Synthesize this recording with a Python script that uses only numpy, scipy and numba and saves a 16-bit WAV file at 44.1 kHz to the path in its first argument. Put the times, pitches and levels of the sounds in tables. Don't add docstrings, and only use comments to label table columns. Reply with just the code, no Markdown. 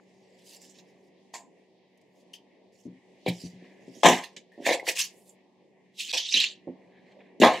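import sys
import numpy as np
from scipy import signal
from scipy.fft import rfft, irfft
from scipy.io import wavfile
from scipy.ndimage import uniform_filter1d
from numba import njit

SR = 44100
rng = np.random.default_rng(int(sys.argv[2]) if len(sys.argv) > 2 else 0)


def generate_wav(signal):
    frames = np.transpose(np.atleast_2d(signal))
    scaled = np.clip(frames, -1, 1) * 32767
    pcm = np.round(scaled).astype(np.int16)
    wavfile.write(sys.argv[1], SR, pcm)


N = 335160


def undb(db):
    return 10 ** (np.asarray(db) / 20)


def unit(x):
    return x / np.sqrt(np.mean(x ** 2))


def panned(x, pan_db):
    return x * undb(np.array([[.5], [-.5]]) * pan_db)


def add(out, s, x):
    i = int(s * SR)
    out[:, i:i + x.shape[1]] += x[:, :N - i]


def coloured(x, gain):
    size = x.shape[-1]
    f = np.arange(size // 2 + 1) * SR / size + 1
    return irfft(rfft(x) * gain(f), size)


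def highpassed(x, hz):
    return signal.sosfilt(signal.butter(2, hz, "high", fs=SR, output="sos"), x)


def walk(rate):
    k = int(SR / rate)
    held = np.repeat(rng.standard_normal(N // k + 1), k)
    return unit(uniform_filter1d(uniform_filter1d(held, k), k)[:N])


@njit
def grains(start, hz, cycles, size, n):
    out = np.zeros((2, n))
    for k in range(len(start)):
        p, z = np.exp((2j * np.pi - 1 / cycles) * hz[k] / SR), 1. + 0j
        for i in range(start[k], min(n, start[k] + int(6 * cycles * SR / hz[k]))):
            z *= p
            out[0, i] += size[k, 0] * z.imag
            out[1, i] += size[k, 1] * z.imag
    return out


def crinkle(lo_hz, hi_hz, rate, cycles, scatter_db, width, bunch):
    u = rng.random((int(rate * N / SR), 5))
    start = (u[:, 0] * N).astype(np.int64)
    size_db = -scatter_db * np.log(1 - .995 * u[:, 2])
    balance = 1 + width * np.outer(2 * u[:, 3] - 1, [1, -1])
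    size = undb(size_db)[:, None] * balance
    panels = rng.random((8, N // 2048 + 1))
    panel = (8 * u[:, 4]).astype(int)
    place = panels[panel, start // 2048] + (u[:, 1] - .5) / bunch
    hz = np.minimum(lo_hz * (hi_hz / lo_hz) ** place, .4 * SR)
    x = grains(start, hz, cycles, size, N)
    return unit(coloured(x, lambda f: 1 / (1 + (0.75 * lo_hz / f) ** 8) / (1 + (f / (1.28 * hi_hz)) ** 8)))


def rustles():
    # (peak [s], time to swell 30 dB [s], hold [s], dying time before scaling [s],
    # level at 2.5-4.5 kHz [dB], then relative to it 1.5-2.5 kHz [dB], 4.5-8 kHz [dB], 8-15 kHz [dB],
    # left minus right [dB])
    movements = [(0.389, -0.15, 0.043, .3, -69, -2, -3.5, -10, -1),
                 (0.472, .08, 0.092, 0.092, -62.5, -9, 4, 2, -2),
                 (0.614, -0.02, 0.041, 0.14, -67, 0, 7, 3, -3), (.7, 1, 0.018, 0.16, -72, -7, 9.5, -4, -2),
                 (0.786, 0.16, .002, 0.11, -63.5, 0, 4.5, -9, -4), (.89, 0.3, .02, .15, -78, -1, 3, -7, -3),
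                 (1.055, 0.3, 0.024, 0.12, -81.5, -2, 3, -4, -3),
                 (1.341, 0.01, .016, .13, -48, 3.5, 1.5, -7, 0),
                 (1.975, -0.14, .002, 0.037, -83.5, -8, 8, 8, -3),
                 (2.014, -0.06, .002, .04, -84, -8, 8, 5, -3), (2.19, 0.2, .03, .08, -84.5, -5, 7.5, 3, -3),
                 (2.334, 0, .004, .11, -53, -13, 3.5, -3, 1.5), (2.723, 0, .13, .12, -80, -8, 8, -1.5, -5),
                 (3.264, 0.01, .002, 0.19, -39.5, -10, -18, -36, -1),
                 (3.284, 0.004, .002, 0.11, -36, -6, -8.5, -12.5, -4.5),
                 (3.383, 0.18, .07, .25, -61, -11, 7.5, -2.5, -3.5),
                 (3.636, 0.2, 0.081, 0.58, -76.5, 16, -5.5, -13.5, 0),
                 (3.956, 0.22, 0.075, .3, -66.5, -7.5, 6, -5, -7),
                 (4.033, -0.0121, 0.024, .2, -26.5, .5, -7, -19, 3.5),
                 (4.06, 0.0175, .012, 0.33, -24, 5.5, -2.5, -12, -1.5),
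                 (4.238, -0.0352, 0.0021, 0.11, -41.5, -6, -5, -10.5, -5),
                 (4.365, -0.12, 0.0052, 0.096, -48, -5.5, -0.5, -24, -2.5),
                 (4.666, 0.0479, 0.064, .15, -34, 3, -3, -11.5, -2.5),
                 (4.869, .007, 0.024, .08, -38, 8, -7.5, -15, 1),
                 (4.885, 0.0327, 0.0066, .11, -30, -1, 1.5, -2.5, -1.5),
                 (4.967, 0.0341, 0.02, 0.095, -37.5, -2, 0, -5, -0.5),
                 (4.991, 0.027, 0.014, 0.18, -31, -5, 3.5, -3.5, -1.5),
                 (5.198, 0.5, 0.023, .12, -78.5, -3.5, 2, 11, -2),
                 (5.286, 0.15, .02, 0.13, -75.5, -6, 0, 10, -2.5),
                 (5.998, 0.0443, 0.031, 0.23, -36, -31, -4.5, -13, -2),
                 (6.108, 0.1, .015, 0.11, -36.5, -15.5, -8.5, -20.5, -1),
                 (6.141, .03, .04, 0.17, -27.5, -14, -4, -20, -1.5),
                 (6.217, 0.1, 0.045, 0.16, -35.5, -39, -7, -42, -2),
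                 (6.326, 0.0641, 0.0017, 0.11, -31.5, -28.5, 3, -30.5, -2.5),
                 (6.338, -0.01, 0.097, 0.21, -25.5, -17, -10, -35.5, -2),
                 (6.94, 0.4, .06, 0.083, -75, 11.5, -18, -32, 0),
                 (7.08, 0.2, .04, .2, -73, 8.5, -10, -26, -1),
                 (7.19, 0, 0.067, 0.24, -74, 10.5, -16, -30, -1),
                 (7.401, 0.002, .01, .1, -41, -8, 1.5, -6, -4),
                 (7.416, -0.003, 0.0095, 0.44, -23.5, 6, -10.5, -18.5, -1.5)]
    dying_speed = (1.2, 1.23, 1.137, 1.2)
    dying_bend = 1.217
    step = 8
    creases = np.array([
        crinkle(2500, 4500, rate=4000, cycles=6.7, scatter_db=3.0, width=.35, bunch=8.0),
        crinkle(1300, 2500, rate=3000, cycles=3.6, scatter_db=3.5, width=0.4, bunch=3.0),
        crinkle(4500, 8000, rate=7000, cycles=6.8, scatter_db=3.5, width=0.6, bunch=8.0),
        crinkle(7400, 13400, rate=9000, cycles=5.0, scatter_db=2.5, width=0.9, bunch=1.4)])
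    jerks_db = 1.8 * walk(70)
    t = np.arange(0, N, step) / SR
    power = np.zeros((4, 2, len(t)))
    for s, swell, hold, dying, db, *rest_db, pan_db in movements:
        swell, hold, dying = max(swell, .002), max(hold, 0), max(dying, .01)
        first = max(int((s - 2 * swell) * SR / step), 0)
        span = slice(first, int((s + hold + dying) * SR / step))
        rising_db = 30 * np.minimum(t[span] - s, 0) / swell
        decay = (np.maximum(t[span] - s - hold, 0) / dying) ** dying_bend
        dying_db = -60 * np.outer(dying_speed, decay)
        band_db = db + np.c_[[0, *rest_db]]
        amplitude = undb(band_db + rising_db + dying_db)[:, None]
        power[:, :, span] += panned(amplitude, pan_db) ** 2
    envelope = np.repeat(np.sqrt(power), step, axis=2)[..., :N]
    return np.sum(envelope * creases, axis=0) * undb(jerks_db)


def snaps():
    # (time [s], peak level [dB], ring frequency [Hz], t60 [s], left minus right [dB])
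    cracks = [(0.563, -46, 7400, 0.066, -2.0), (0.617, -45.5, 7300, 0.19, -4),
              (0.6974, -50, 7200, 0.096, -14), (0.7856, -47.5, 3900, 0.08, -1.5),
              (1.3414, -36, 7230, 0.21, 1), (2.3355, -33.5, 3060, 0.12, 6), (3.264, -29, 2200, 0.064, -3.5),
              (3.278, -26, 2300, 0.096, -2), (4.237, -35, 1830, 0.077, -2.5),
              (4.3646, -46, 2280, 0.12, -8.5), (4.5195, -51, 1840, 0.36, 1.5), (4.655, -33, 3700, 0.07, -4),
              (4.6655, -16.5, 2300, 0.074, -1), (4.6902, -18, 2080, 0.069, 2),
              (4.798, -27.5, 2090, 0.052, -3), (4.8877, -17, 2520, 0.06, 0.5),
              (4.973, -25.5, 2500, 0.079, -0.5), (4.9976, -27, 2600, 0.094, 1.5),
              (5.013, -21.5, 6350, 0.051, -3), (5.2932, -45.5, 7200, 0.082, -6),
              (6.095, -31, 4550, 0.11, -5), (6.2888, -23.5, 3830, 0.11, -2), (6.341, -8, 3970, 0.13, -2.5),
              (6.3743, -13, 2950, 0.065, 0.5), (6.4002, -10.5, 3890, 0.091, -1),
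              (6.4407, -13.5, 2660, 0.031, -0.5)]
    sharpness = 16
    out, t = np.zeros((2, N)), np.arange(8192) / SR
    for s, db, hz, t60, pan_db in cracks:
        def spectrum(f):
            ring = 1 / (1 + (sharpness * (f / hz - 1)) ** 2)
            broad = 0.049 / (1 + (1800 / f) ** 6) / (1 + (f / 6000) ** 2)
            return ring + broad

        noise = coloured(rng.standard_normal(len(t)), spectrum)
        x = noise * (1 - np.exp(-t / 0.00035)) * undb(-60 * t / max(t60, .005))
        add(out, s - .001, panned(x * undb(db) / np.abs(x).max(), pan_db))
    return out


def thuds():
    # (time [s], peak level [dB], centre frequency [Hz],
    # fall-off away from the centre [dB per octave squared], settling t60 [s], left minus right [dB])
    blows = [(1.337, -30.5, 875, 73, 0.25, -3), (2.851, -33, 206, 20, 0.26, 3),
             (3.261, -15.5, 425, 14, 0.13, 2.5), (3.278, -19.5, 160, 15, 0.081, -.5),
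             (3.309, -44, 218, 16, .099, -8), (3.434, -30.5, 165, 9, 0.13, 2),
             (3.53, -44.5, 160, 25, .15, 2), (3.62, -41.5, 245, 26, 0.13, 0),
             (3.877, -34.5, 258, 18, 0.12, 4), (3.953, -43.5, 315, 17.5, .2, -4),
             (4.032, -1, 861, 10, .3, 3.5), (4.044, -14.5, 277, 15.5, 0.2, 6),
             (4.055, -4.5, 777, 11, 0.27, -1.5), (4.067, -11.5, 268, 14, 0.2, 0),
             (4.367, -46, 272, 6, .067, -6), (4.576, -31, 337, 13, .6, -2.5),
             (4.663, -15, 560, 6.5, 0.22, 1.5), (4.689, -13, 555, 17.5, 0.21, 2),
             (4.718, -22, 545, 17, .13, -2.5), (4.769, -34.5, 553, 22, .29, 6.5),
             (4.827, -30, 526, 18.5, .083, 3), (4.876, -23, 582, 23, 0.15, 3.5),
             (6.133, -27.5, 695, 25, 0.17, -3), (6.345, -34.5, 269, 12.5, .2, -4),
             (6.669, -29, 260, 14, .17, -3.5), (6.675, -34, 545, 25, 0.058, -3),
             (7.166, -46, 479, 50, 0.24, -5), (7.398, -17.5, 270, 19, 0.12, 2),
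             (7.417, -3.5, 338, 7, 0.14, 2.5), (7.432, 3, 735, -1.5, 0.24, 0),
             (7.49, -21.5, 452, 2, 0.3, 3.5)]
    # (frequency before detuning [Hz], level [dB], t60 [s])
    body_modes = [(94.7, -3.5, 0.086), (127, -1.5, 0.048), (177, -6, 0.14), (255, 0, 0.074),
                  (296, -3, 0.037), (339, -1, 0.044), (394.5, 1, 0.058), (503, 0, 0.026),
                  (544.4, 4.5, 0.068), (629, 1, 0.048), (720, -2.5, .07), (725, 3, 0.071),
                  (828, 1.5, 0.077), (915, 3, 0.025), (954, -3.5, 0.065), (1040, 4.5, 0.069),
                  (1237, 17.5, 0.019)]
    out, t = np.zeros((2, N)), np.arange(14336) / SR
    hz, mode_db, mode_t60 = np.transpose(body_modes)[:, :, None]
    ringing = np.arange(6144) / SR
    fading = undb(mode_db - 60 * ringing / np.maximum(mode_t60, .01))
    counter = (hz > 150) & (hz < 330)
    for s, db, centre_hz, slope_db, t60, pan_db in blows:
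        weight_db = -4 - 11 * np.log2(centre_hz / 250) + 0.8 * db
        u = rng.random((len(t) + len(body_modes), 2))
        pushes = (u[:len(t), 0] < 700 / SR) * (2 * u[:len(t), 1] - 1)
        pushes *= -np.expm1(-t / 0.0068) * undb(-60 * t / max(t60, .01))
        pushes[0] = .8
        detune = 1 + .08 * (u[len(t):, :1] - .5)
        modes = np.sin(2 * np.pi * hz * detune * ringing) * fading
        own = np.sum(modes * undb(-slope_db * np.log2(hz / centre_hz) ** 2), axis=0)
        own = highpassed(own, 0.79 * centre_hz)
        ring = own + undb(weight_db) * np.sum(modes * counter, axis=0)
        contact = np.hanning(int(.45 * SR / centre_hz))
        x = signal.fftconvolve(signal.fftconvolve(pushes, contact), ring)[:len(t)]
        x = highpassed(x, 120.)
        add(out, s + .002, panned(x * undb(db) / np.abs(x).max(), pan_db))
    return out


def kitchen(x):
    room_db, low_t60_s, high_t60_s = -14, 0.24, 0.073
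    t = np.arange(int(.5 * SR)) / SR
    mid, side = rng.standard_normal((2, len(t)))
    noise = mid + np.outer([1, -1], coloured(side, lambda f: np.minimum(f / 6000, 1)))
    low = coloured(noise, lambda f: 1 / (1 + (f / 4500) ** 2))
    tail = low * undb(-60 * t / low_t60_s) + (noise - low) * undb(-60 * t / high_t60_s)
    tail = tail * (t > .004)
    tail = tail / np.sqrt(np.sum(tail ** 2) / 2)
    return undb(room_db) * signal.fftconvolve(x.mean(axis=0)[None], tail)[:, :N]


def room_tone():
    # (frequency [Hz], density [dB per Hz])
    air_spectrum = [(40, -35), (100, -11.5), (160, -4.5), (250, -0.5), (500, -1), (800, -7.5),
                    (1100, -13.5), (1650, -19.5), (1950, -12), (2400, -16.5), (3200, -21), (5000, -28),
                    (8000, -38.5), (15000, -57.5)]
    # (time [s], level [dB], treble lift from the 4 kHz octave up [dB])
    air_course = [(0, -60.5, 0), (1.0, -60, -0.5), (1.9, -64.5, 1), (2.2, -61, 1), (2.8, -63.5, 0.5),
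                  (3.4, -58, 5), (3.899, -55.5, -2), (4.4, -61.5, 0.5), (4.999, -61, 0), (5.6, -63, -1),
                  (6.3, -66, -2.5), (6.599, -58.5, -3.5), (7.6, -57.5, -4)]
    # (mean frequency [Hz], mean level [dB])
    hum_lines = [(188.4, -68.5), (376.8, -69.5)]
    hz_points, db_points = np.transpose(air_spectrum)
    air, t = 0, np.arange(N) / SR
    s, *columns = np.transpose(air_course)
    level_db, treble_db = (np.interp(t, s, c) for c in columns)
    mid, side = rfft(rng.standard_normal((2, N)))
    f = np.arange(len(mid)) * SR / N + 1
    difference = side * np.clip(0.3 + 25 / f + f / 9000, 0, 1)
    both = mid + np.outer([1, -1], difference)
    both = both * undb(np.interp(np.log(f), np.log(hz_points), db_points))
    for octave in range(5, 15):
        overlap = np.cos(np.pi / 2 * np.clip(np.log2(f) - octave, -1, 1)) ** 2
        band = irfft(both * overlap, N)
        flicker_db = 2.2 * walk(14)
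        air = air + band * undb(flicker_db + treble_db * np.clip(octave - 11, 0, 1))
    hum = 0
    for hz, db in hum_lines:
        amplitude = np.sqrt(2) * undb(db + 1.8 * walk(33))
        wavering_hz = hz + 4.0 * walk(23)
        hum = hum + amplitude * np.sin(2 * np.pi * np.cumsum(wavering_hz) / SR)
    return unit(air) * undb(level_db) + hum * undb(level_db - level_db.mean())


def scene():
    near = rustles() + snaps() + thuds()
    return near + kitchen(near) + room_tone()


def record(dry):
    dip_s, dip_half_s, dip_db = 6.1235, 0.0049, -29.5
    notch_hz, notch_width_hz, notch_db = 1377, 162, -22
    bass_cut_hz, top_hz = 90, 15750
    dip = np.clip(2 - 2 * np.abs(np.arange(N) / SR - dip_s) / dip_half_s, 0, 1)
    x = highpassed(dry * undb(dip_db * dip), bass_cut_hz)
    x = coloured(x, lambda f: undb(notch_db * np.exp(-.5 * ((f - notch_hz) / notch_width_hz) ** 2)))
    top_cut = signal.ellip(10, .2, 70, top_hz, fs=SR, output="sos")
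    return signal.sosfilt(top_cut, np.clip(x, -1, 1))


dry = scene()
out = record(dry)
generate_wav(out)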